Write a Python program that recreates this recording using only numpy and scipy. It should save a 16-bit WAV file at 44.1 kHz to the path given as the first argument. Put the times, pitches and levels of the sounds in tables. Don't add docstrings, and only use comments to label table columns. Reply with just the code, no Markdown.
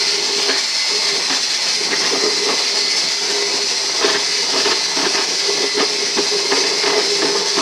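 import sys
import numpy as np
from scipy import signal
from scipy.fft import rfft, irfft, next_fast_len
from scipy.io import wavfile
from scipy.ndimage import uniform_filter1d, map_coordinates

SR = 44100
rng = np.random.default_rng(int(sys.argv[2]) if len(sys.argv) > 2 else 0)


def master_out(mix):
    frames = np.transpose(np.atleast_2d(mix))
    ceiling = np.clip(frames, -1, 1)
    pcm = np.round(ceiling * 32767).astype(np.int16)
    wavfile.write(sys.argv[1], SR, pcm)


N = 335601


# freq_hz, relative_db
ROOM_SPECTRUM = [(20, -17), (60, -1), (110, 9), (250, 17), (1000, -21)]
ROOM_DB, ROOM_T60_S, TOP_HZ = -55.5, 0.2, 15700
# start_s, relative_db
SOFT_THUDS = [(3.53, -55), (4.13, -47), (4.63, -45.5), (5.03, -47), (5.73, -50), (6.17, -45), (7.21, -46),
              (7.56, -48)]
# freq_hz, relative_db
THUD_SPECTRUM = [(20, -1), (45, 1), (110, 11), (250, -14), (800, -60)]

# time_s, turns_per_s
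SHAFT_SPEED = [(0, 145.7), (.8, 146.1), (1.1, 145.5), (1.5, 145.9), (1.9, 144.9), (2.6, 146), (3, 146.1),
               (3.4, 143.7), (5.2, 143.3), (5.7, 143.9), (6.3, 145), (6.7, 144), (7.61, 143.6)]
# freq_hz, relative_db
HOUSING_SPECTRUM = [(100, -37), (300, -17), (900, -17.5), (1400, -14), (2050, -7.5), (2500, -11),
                    (3200, -11.5), (3820, -8), (4080, -3.5), (5000, 0.5), (6100, -6.5), (6450, -11),
                    (8300, -18), (10000, -25), (12000, -37), (15500, -55)]
# centre_hz, width_hz, gain_db
HISS_PEAKS = [(2055, 45, 4.5), (2307, 29, 5.5), (2570, 30, 7.5), (3556, 39, 3), (3640, 22, -8),
              (4010, 28, 4.5), (4240, 32, 4), (4400, 60, 2), (4800, 48, 0.5), (5800, 81, 0),
              (6065, 110, 4.5)]
# centre_s, half_length_s, depth_db
HISS_LEVEL_DIPS = [(1.902, 0.051, 2), (4.16, 0.022, 4.5), (5.77, 0.08, 2.5), (6.147, 0.052, 1),
                   (6.718, 0.033, 2)]
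HISS_START_DB, HISS_FALL_DB_PER_S = -19, 0.08
# time_s, centre_hz, relative_db
VENT_TRACK = [(0, 4230, -21), (.35, 4350, -30), (.6, 4440, -29), (1, 4240, -28), (1.3, 4140, -24),
              (1.55, 4150, -28), (2.25, 4250, -41), (2.88, 4390, -22), (3.15, 4610, -34), (3.6, 4880, -28),
              (4.4, 5120, -37), (5.2, 5310, -29), (5.7, 4830, -48), (6.1, 5070, -27), (6.6, 4700, -29),
              (7.1, 5180, -33), (7.61, 5060, -29)]
# time_s, relative_db
RASP_LEVEL = [(0, -31), (.3, -32), (.42, -25), (.55, -36), (1.15, -33), (1.3, -33), (1.66, -30.5),
              (1.82, -42), (2.15, -28), (2.3, -44), (2.5, -31), (2.95, -31.5), (3.4, -37), (3.5, -43),
              (3.95, -37), (4.1, -28), (4.35, -44), (4.6, -29), (4.8, -32.5), (5.3, -33), (5.7, -37),
              (6.4, -35), (7.1, -41), (7.61, -40)]
# freq_hz, relative_db
RASP_SPECTRUM = [(1900, -23), (2500, 2), (3600, 6), (4300, -29)]
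# shaft_multiple, relative_db
ARMATURE_LINES = [(24, -44), (25, -45), (27, -43), (28, -35.5), (29, -35), (30, -39), (31, -39), (34, -35),
                  (35, -37), (36, -39), (38, -41), (40, -39), (41, -42), (42, -38.5)]
# shaft_multiple, relative_db
GEAR_LINES = [(12, -12), (14, 0), (15, -2), (16, -12), (18, -11)]
# time_s, relative_db
WHINE_LEVEL = [(0, -27.5), (.25, -32), (.68, -45), (.8, -29), (.97, -29), (1.12, -25.5), (1.22, -34),
               (1.5, -42), (1.62, -33), (2.1, -34.5), (2.25, -30), (2.4, -31.5), (2.55, -32.5), (2.95, -31),
               (3.15, -40), (3.38, -37), (3.46, -29), (3.55, -51), (3.98, -50), (4.22, -31), (4.28, -28.5),
               (4.42, -28.5), (4.5, -45), (4.68, -34.5), (4.98, -28.5), (5.1, -43), (5.38, -38),
               (5.55, -34), (5.7, -28), (5.8, -39), (6.5, -34), (6.85, -34), (7.61, -36)]
# time_s, lean_db
GEAR_LEAN = [(0, 3), (.4, -9), (.8, -3), (.97, 6), (1.1, -9), (1.3, -2), (1.65, 3), (1.85, -3), (2.4, -3),
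             (2.9, 1), (3.43, -4), (4, -1), (4.35, 1), (4.7, -6), (5.4, 0), (5.7, -8), (6, 8), (7.61, 2)]

# centre_hz, width_hz, relative_db
BOWL_MODES = [(175.4, 12.4, -21), (274, 14.7, -12), (349, 33, -8), (405.2, 31.3, 1.5), (463, 53, -4.5)]
# centre_hz, width_hz, relative_db
WALL_MODES = [(655, 21, 2), (743, 44, -1), (854, 49, 3.5), (915, 65, 4), (1083, 87, 0), (1217, 22.5, 0.5),
              (1295, 114, -6.5)]
# centre_hz, width_hz, relative_db
WIRE_MODES = [(1670, 130, 0), (1847, 110, 0), (2076, 110, 0), (2790, 250, -7), (3440, 300, -6)]
# time_s, relative_db
DIG_DEPTH = [(0, -30.5), (.11, -35), (.17, -29.5), (.38, -28.5), (.56, -31), (.66, -55), (.83, -60),
             (.93, -26.5), (1.01, -33), (1.13, -28.5), (1.2, -28), (1.25, -37), (1.38, -37), (1.44, -46),
             (1.74, -44), (1.81, -28), (1.87, -34), (2.1, -31), (2.3, -29), (2.38, -28), (2.44, -23.5),
             (2.6, -34), (2.8, -32), (3.05, -33.5), (3.11, -39), (3.19, -38), (3.25, -29), (3.56, -28.5),
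             (3.66, -34.5), (3.75, -34), (3.97, -33.5), (4.05, -23.5), (4.11, -31), (4.25, -38),
             (4.38, -31), (4.49, -32), (4.56, -28.5), (4.73, -29.5), (4.81, -36), (4.91, -35), (5.07, -30),
             (5.24, -31), (5.34, -25), (5.39, -41), (5.5, -24.5), (5.65, -26), (5.72, -37), (5.81, -19.5),
             (5.89, -36), (5.98, -26), (6.06, -29.5), (6.12, -33), (6.19, -26), (6.29, -35), (6.34, -23),
             (6.4, -30), (6.48, -25.5), (6.77, -27), (6.81, -30), (6.87, -24), (6.98, -18), (7.08, -26.5),
             (7.33, -26.5), (7.44, -27.5), (7.61, -29)]
# freq_hz, relative_db
GURGLE_SPECTRUM = [(90, -56), (135, -12), (170, -2.5), (220, -5.5), (280, 0.5), (340, -3.5), (600, -42)]
# centre_s, half_length_s, gain_db
GURGLE_RISE = (1.99, 0.29, 6.6)
# freq_hz, relative_db
DROP_SPECTRUM = [(350, -21.5), (520, 4), (1000, -3), (1400, -10.5), (2000, -5), (4000, -33)]
# centre_s, half_length_s
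SPATTER_LULLS = [(0.12, 0.082), (0.69, 0.045), (1.435, 0.035), (1.78, 0.057), (2.394, 0.059), (3.15, 0.031),
                 (4.38, 0.054), (5.37, 0.028), (5.715, 0.044), (6.1, 0.045), (7.118, 0.045)]
SPATTER_DB, NEAR_WALL_DB, LULL_DB, APPROACH_S = -33.5, 3, 5, 0.055
# start_s, end_s, then relative boom_db, rock_db, knock_db, rattle_db
WALL_RUNS = [(0.483, 0.564, -36, -37, -31, -22), (0.845, 0.844, -52, -54, -29, -41),
             (1.294, 1.353, -36, -27, -28, -23.5), (1.657, 1.693, -34.5, -50, -48, -25),
             (1.795, 1.833, -26, -55, -46, -38), (1.906, 1.958, -30, -32, -29, -21),
             (2.006, 2.094, -48, -34, -30, -23), (2.114, 2.166, -20, -34, -34, -33),
             (2.23, 2.292, -21.5, -42, -38, -38), (2.464, 2.539, -21, -30.5, -27, -30),
             (2.573, 2.596, -42, -48, -34, -33), (3.284, 3.317, -23, -52, -35, -42),
             (4.016, 4.124, -24, -29.5, -22.5, -20), (4.14, 4.181, -33, -31, -31, -22),
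             (4.524, 4.612, -26, -29.5, -25, -26), (4.645, 4.736, -23.5, -28, -24, -22),
             (4.965, 5.074, -29, -26, -24.5, -21), (5.141, 5.228, -24.5, -34, -24.5, -22),
             (5.594, 5.656, -24.5, -30, -50, -44), (5.773, 5.829, -21, -23, -25, -23),
             (6.172, 6.19, -28, -18, -20.5, -22), (6.32, 6.38, -24, -35, -42, -44),
             (6.505, 6.583, -23, -29.5, -24.5, -25), (6.635, 6.672, -24.5, -33, -23, -24.5),
             (6.829, 6.912, -24.5, -31.5, -22.5, -21.5), (6.932, 7.02, -29, -32, -27, -26),
             (7.212, 7.28, -20.5, -29, -25.5, -25), (7.29, 7.37, -23, -41, -30, -31),
             (7.567, 7.61, -27, -23, -19.5, -23.5)]
# freq_hz, relative_db
RATTLE_SPECTRUM = [(400, -59), (900, -2), (1400, 5), (1750, 10.5), (2200, 3.5), (2700, 6), (3600, 5),
                   (5500, 3), (8000, -34), (12000, -47)]
# start_s, then relative boom_db, knock_db, clack_db
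WALL_BLOWS = [(.492, -20, -24, -30), (1.915, -36, -36, -21), (1.929, -24, -26, -15), (2.146, -31, -21, -32),
              (2.237, -18, -31, -35), (2.258, -19, -24, -32), (2.487, -21, -21, -21),
              (2.502, -22, -22, -24), (2.54, -21, -28, -36), (4.01, -31, -26, -29),
              (4.043, -16.5, -29, -31), (4.076, -23, -23, -24), (4.096, -36, -28, -22),
              (4.146, -22, -28, -15.5), (4.556, -26, -24, -32), (4.667, -20, -27, -38),
              (5.062, -18, -30, -29), (5.147, -18, -26, -23), (5.169, -36, -32, -22),
              (5.798, -16, -20, -23), (6.177, -23, -29, -25), (6.192, -17.5, -40, -41),
              (6.52, -18, -19.5, -19), (6.531, -16, -27, -29), (6.869, -18, -23, -21),
              (6.923, -26, -24, -35), (6.955, -19.5, -24, -33), (6.979, -24, -23, -35),
              (7.219, -23, -20, -23), (7.244, -20, -36, -34), (7.352, -22, -20, -28),
              (7.578, -24, -26, -25)]
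BLOW_ATTACK_S = 0.001


def amp(db):
    return 10 ** (np.asarray(db) / 20)


def unit(x):
    return x / np.sqrt(np.mean(x ** 2) + 1e-20)


def curves(rows):
    time_s, *columns = np.transpose(rows)
    return [np.interp(np.arange(N) / SR, time_s, column) for column in columns]


def wobble(rate):
    at = np.arange(0, N + 16, 16)
    knots = rng.standard_normal(int(N * rate / SR) + 4)
    return np.interp(np.arange(N), at, map_coordinates(knots, [at * rate / SR]))


def bell(centre_s, half_length_s):
    return np.exp(-((np.arange(N) / SR - centre_s) / half_length_s) ** 2)


def taps(rate, scatter_db):
    count = int(rate * N / SR)
    size = amp(scatter_db * np.clip(rng.standard_normal(count), -2, 2))
    size = size * rng.choice([-1, 1], count)
    return np.bincount(rng.integers(0, N, count), size, N)


def filtered(x, response):
    size = next_fast_len(N + SR // 2)
    return irfft(rfft(x, size) * response(np.fft.rfftfreq(size, 1 / SR)), size)[:N]


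def coloured(x, spectrum):
    freq_hz, db = np.transpose(spectrum)
    return unit(filtered(x, lambda hz: amp(np.interp(np.log(hz + 1), np.log(freq_hz + 1), db))))


def resonance(hz, centre_hz, width_hz):
    return 1j * hz * width_hz / (centre_hz ** 2 - hz ** 2 + 1j * hz * width_hz)


def bandpass(x, low_hz, high_hz):
    return signal.sosfilt(signal.butter(3, [low_hz, high_hz], "bandpass", fs=SR, output="sos"), x)


def rung(x, modes, low_hz, high_hz):
    def body(hz):
        return sum((-1) ** k * amp(db) * resonance(hz, centre_hz, width_hz)
                   for k, (centre_hz, width_hz, db) in enumerate(modes))
    return unit(bandpass(filtered(x, body), low_hz, high_hz))


def sustained(x, span_s):
    window = np.hanning(int(2 * span_s * SR) + 3)
    power = np.abs(signal.fftconvolve(x ** 2, window / window.sum(), "same"))
    return unit(x / np.sqrt(power + 1e-9))


def patchy(x, depth_db):
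    bins = signal.stft(x, nperseg=1024)[2]
    field = uniform_filter1d(rng.standard_normal(bins.shape), size=3, axis=0)
    field = uniform_filter1d(field, size=12, axis=1)
    return signal.istft(bins * amp(depth_db * unit(field)), nperseg=1024)[1][:N]


def sloshed(x, drift, rate=9):
    speed = 1 + drift * wobble(rate)
    place = np.cumsum(speed) / speed.mean()
    return map_coordinates(x, [place], mode="nearest")


def struck(modes, t, scatter_db=2, detune=0.014):
    ring = 0
    for hz, width_hz, db in modes:
        size = amp(db + scatter_db * rng.standard_normal()) * rng.choice([-1, 1])
        pitch_hz = hz * (1 + detune * rng.standard_normal())
        ring = ring + size * np.exp(-np.pi * width_hz * t) * np.sin(2 * np.pi * pitch_hz * t)
    return ring / np.sqrt(np.mean(ring[:SR // 50] ** 2))


def room_noise():
    return amp(ROOM_DB) * coloured(rng.standard_normal(N), ROOM_SPECTRUM)


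def kitchen(x, wet_db=-10):
    t = np.arange(int(ROOM_T60_S * SR)) / SR
    hop = SR // 4
    window = np.sqrt(np.hanning(2 * hop))
    wet = np.zeros(N + 2 * SR)
    padded = np.pad(x, (hop, 2 * hop))
    for i in range(0, N + hop, hop):
        tail = rng.standard_normal(len(t)) * amp(-60 * t / ROOM_T60_S)
        answer = signal.fftconvolve(padded[i:i + 2 * hop] * window, tail / np.linalg.norm(tail))
        wet[i:i + len(answer)] += answer
    return (x + amp(wet_db) * wet[hop:hop + N]) / np.hypot(1, amp(wet_db))


def thuds(rise_s=0.026, level_db=-3):
    t = np.arange(N) / SR
    envelope = 0
    for start_s, db in SOFT_THUDS:
        age = np.maximum(t - start_s, 0) / rise_s
        envelope = envelope + amp(db) * age * np.exp(1 - age)
    return amp(level_db) * envelope * coloured(rng.standard_normal(N), THUD_SPECTRUM)


def shaft(flutter=0.001586):
    speed, = curves(SHAFT_SPEED)
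    return 2 * np.pi * np.cumsum(speed * (1 + flutter * wobble(25))) / SR


def shaft_lines(angle, orders, waver_db):
    return sum(amp(db + waver_db * wobble(14)) * np.sin(round(k) * angle + rng.uniform(0, 2 * np.pi))
               for k, db in orders)


def hiss(angle, pulsing=0.042, crackle=0.51, flutter_db=1.07, sway_db=0.1, patch_db=1.5):
    db = HISS_START_DB - HISS_FALL_DB_PER_S * np.arange(N) / SR + sway_db * wobble(13)
    db = db - sum(depth_db * bell(s, half_length_s) for s, half_length_s, depth_db in HISS_LEVEL_DIPS)
    air = rng.standard_normal(N) + crackle * unit(taps(rate=4000, scatter_db=3.5))
    air = air * (1 + pulsing * np.cos(angle)) * amp(flutter_db * wobble(45))

    def housing(hz):
        return np.prod([1 + (amp(gain_db) - 1) * resonance(hz, centre_hz, width_hz)
                        for centre_hz, width_hz, gain_db in HISS_PEAKS], axis=0)
    return amp(db) * coloured(filtered(patchy(air, patch_db), housing), HOUSING_SPECTRUM)


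def vent(knots_per_s=330, level_db=-2):
    hz, db = curves(VENT_TRACK)
    phase = 2 * np.pi * np.cumsum(hz) / SR
    band = wobble(knots_per_s) * np.cos(phase) + wobble(knots_per_s) * np.sin(phase)
    return amp(db + level_db) * unit(band)


def rasp(level_db=-1):
    db, = curves(RASP_LEVEL)
    return amp(db + level_db) * coloured(taps(rate=2500, scatter_db=2.0), RASP_SPECTRUM)


def armature(angle, waver_db=3.0, level_db=1):
    return amp(level_db) * shaft_lines(angle, ARMATURE_LINES, waver_db)


def whine(angle, waver_db=2.0, rough=0.33, mesh_hz=2100, stage_width_hz=220, level_db=-1):
    db, = curves(WHINE_LEVEL)
    lean_db, = curves(GEAR_LEAN)
    lower = shaft_lines(angle, GEAR_LINES[:2], waver_db)
    upper = shaft_lines(angle, GEAR_LINES[2:], waver_db)
    lines = (lower + amp(lean_db) * upper) / np.hypot(1, amp(lean_db))
    teeth = filtered(rng.standard_normal(N), lambda hz: resonance(hz, mesh_hz, stage_width_hz) ** 2)
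    return amp(db + level_db) * (unit(lines) + rough * unit(teeth))


def gurgle(level_db=-42.5, grows=0.44, bubbling_db=2):
    depth_db, = curves(DIG_DEPTH)
    centre_s, half_length_s, swell_db = GURGLE_RISE
    db = level_db + grows * (depth_db - depth_db.mean())
    db = db + swell_db * bell(centre_s, half_length_s) + bubbling_db * wobble(25)
    return amp(db) * coloured(taps(rate=840, scatter_db=3.0), GURGLE_SPECTRUM)


def hum(pitch_hz=405, drift=0.01001, flutter=0.02306, level_db=-2):
    depth_db, = curves(DIG_DEPTH)
    bend = 1 + drift * wobble(4) + flutter * wobble(45)
    phase = 2 * np.pi * np.cumsum(pitch_hz * bend) / SR
    waver_db = 4.5 * np.clip(wobble(45), -2.5, 1)
    return amp(depth_db + level_db) * unit(amp(waver_db) * np.sin(phase))


def churn(slosh_db=2.0, swell_db=0.5, boom_db=-3, splash_grows=0.15, drop_share=0.76):
    depth_db, = curves(DIG_DEPTH)
    near_wall = np.max([bell((start_s + end_s) / 2, (end_s - start_s) / 2 + APPROACH_S)
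                        for start_s, end_s, *_ in WALL_RUNS], axis=0)
    splash_db = SPATTER_DB + NEAR_WALL_DB * near_wall + splash_grows * (depth_db - depth_db.mean())
    splash_db = splash_db - LULL_DB * sum(bell(s, half_length_s) for s, half_length_s in SPATTER_LULLS)
    bowl_db = depth_db + boom_db + swell_db * wobble(16)
    bowl = rung(taps(rate=730, scatter_db=4.0), BOWL_MODES, low_hz=294.0, high_hz=710)
    bowl = sloshed(sustained(bowl, span_s=0.04), drift=0.00788)
    wall = rung(taps(rate=900, scatter_db=-0.5), WALL_MODES, low_hz=476, high_hz=1590)
    drops = coloured(taps(rate=1400, scatter_db=2), DROP_SPECTRUM)
    surge = unit(amp(slosh_db * wobble(40)))
    return surge * (amp(bowl_db) * bowl + amp(splash_db) * unit(wall + drop_share * drops))


def scrapes(edge_s=0.0071, sag_db=0.5, chatter_db=4.5, noise_share=1.13,
            boom_db=-2.5, rock_db=-2.0, knock_db=-4.0, rattle_db=-1.3):
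    t = np.arange(N) / SR
    pressure = np.zeros((4, N))
    for start_s, end_s, *db in WALL_RUNS:
        full_s = start_s + edge_s
        corners_s = [start_s - edge_s, full_s, max(end_s - edge_s, full_s), end_s + 4 * edge_s]
        contact = np.interp(t, corners_s, [0, amp(sag_db / 2), amp(-sag_db / 2), 0])
        pressure += amp(db)[:, None] * contact
    chatter = unit(amp(chatter_db * np.clip(wobble(100), -2, 1)))
    strikes = unit(chatter * taps(rate=900, scatter_db=1.0))
    boom = sustained(rung(strikes, BOWL_MODES, low_hz=323, high_hz=615), span_s=0.043)
    rock = sustained(rung(strikes, BOWL_MODES, low_hz=183, high_hz=304.0), span_s=0.028)
    knock = sustained(rung(strikes, WALL_MODES, low_hz=490, high_hz=1710), span_s=0.012)
    rattle = coloured(strikes + noise_share * chatter * rng.standard_normal(N), RATTLE_SPECTRUM)
    gains = amp([boom_db, rock_db, knock_db, rattle_db])[:, None]
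    return np.sum(pressure * gains * [boom, rock, knock, rattle], axis=0)


def knocks(next_wire_s=0.005, timing_scatter=0.148, loss_db=1.0, crack=0.46, crack_s=0.003,
           low_hz=210, high_hz=5000, level_db=-1.74):
    t = np.arange(SR // 4) / SR
    attack = 1 - np.exp(-t / BLOW_ATTACK_S)
    out = np.zeros(N + SR)
    shares = amp(-loss_db * np.arange(3))
    shares = shares / np.linalg.norm(shares)
    for start_s, boom_db, knock_db, clack_db in WALL_BLOWS:
        out[round(start_s * SR):][:len(t)] += amp(boom_db) * struck(BOWL_MODES, t) * attack
        for k, share in enumerate(shares):
            clack = struck(WIRE_MODES, t) + crack * np.exp(-t / crack_s) * rng.standard_normal(len(t))
            blow = amp(knock_db) * struck(WALL_MODES, t) + amp(clack_db) * clack
            moment_s = start_s + k * next_wire_s * (1 + timing_scatter * rng.standard_normal())
            out[round(moment_s * SR):][:len(t)] += share * attack * blow
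    return amp(level_db) * bandpass(out[:N], low_hz, high_hz)


def scene():
    angle = shaft()
    motor = hiss(angle) + vent() + rasp() + armature(angle) + whine(angle)
    bowl = gurgle() + hum() + churn() + scrapes() + knocks()
    mono = room_noise() + thuds() + kitchen(motor + bowl)
    return np.array([mono, mono])


def record(dry):
    return np.array([filtered(channel, lambda hz: hz < TOP_HZ) for channel in dry])


dry = scene()
out = record(dry)
master_out(out)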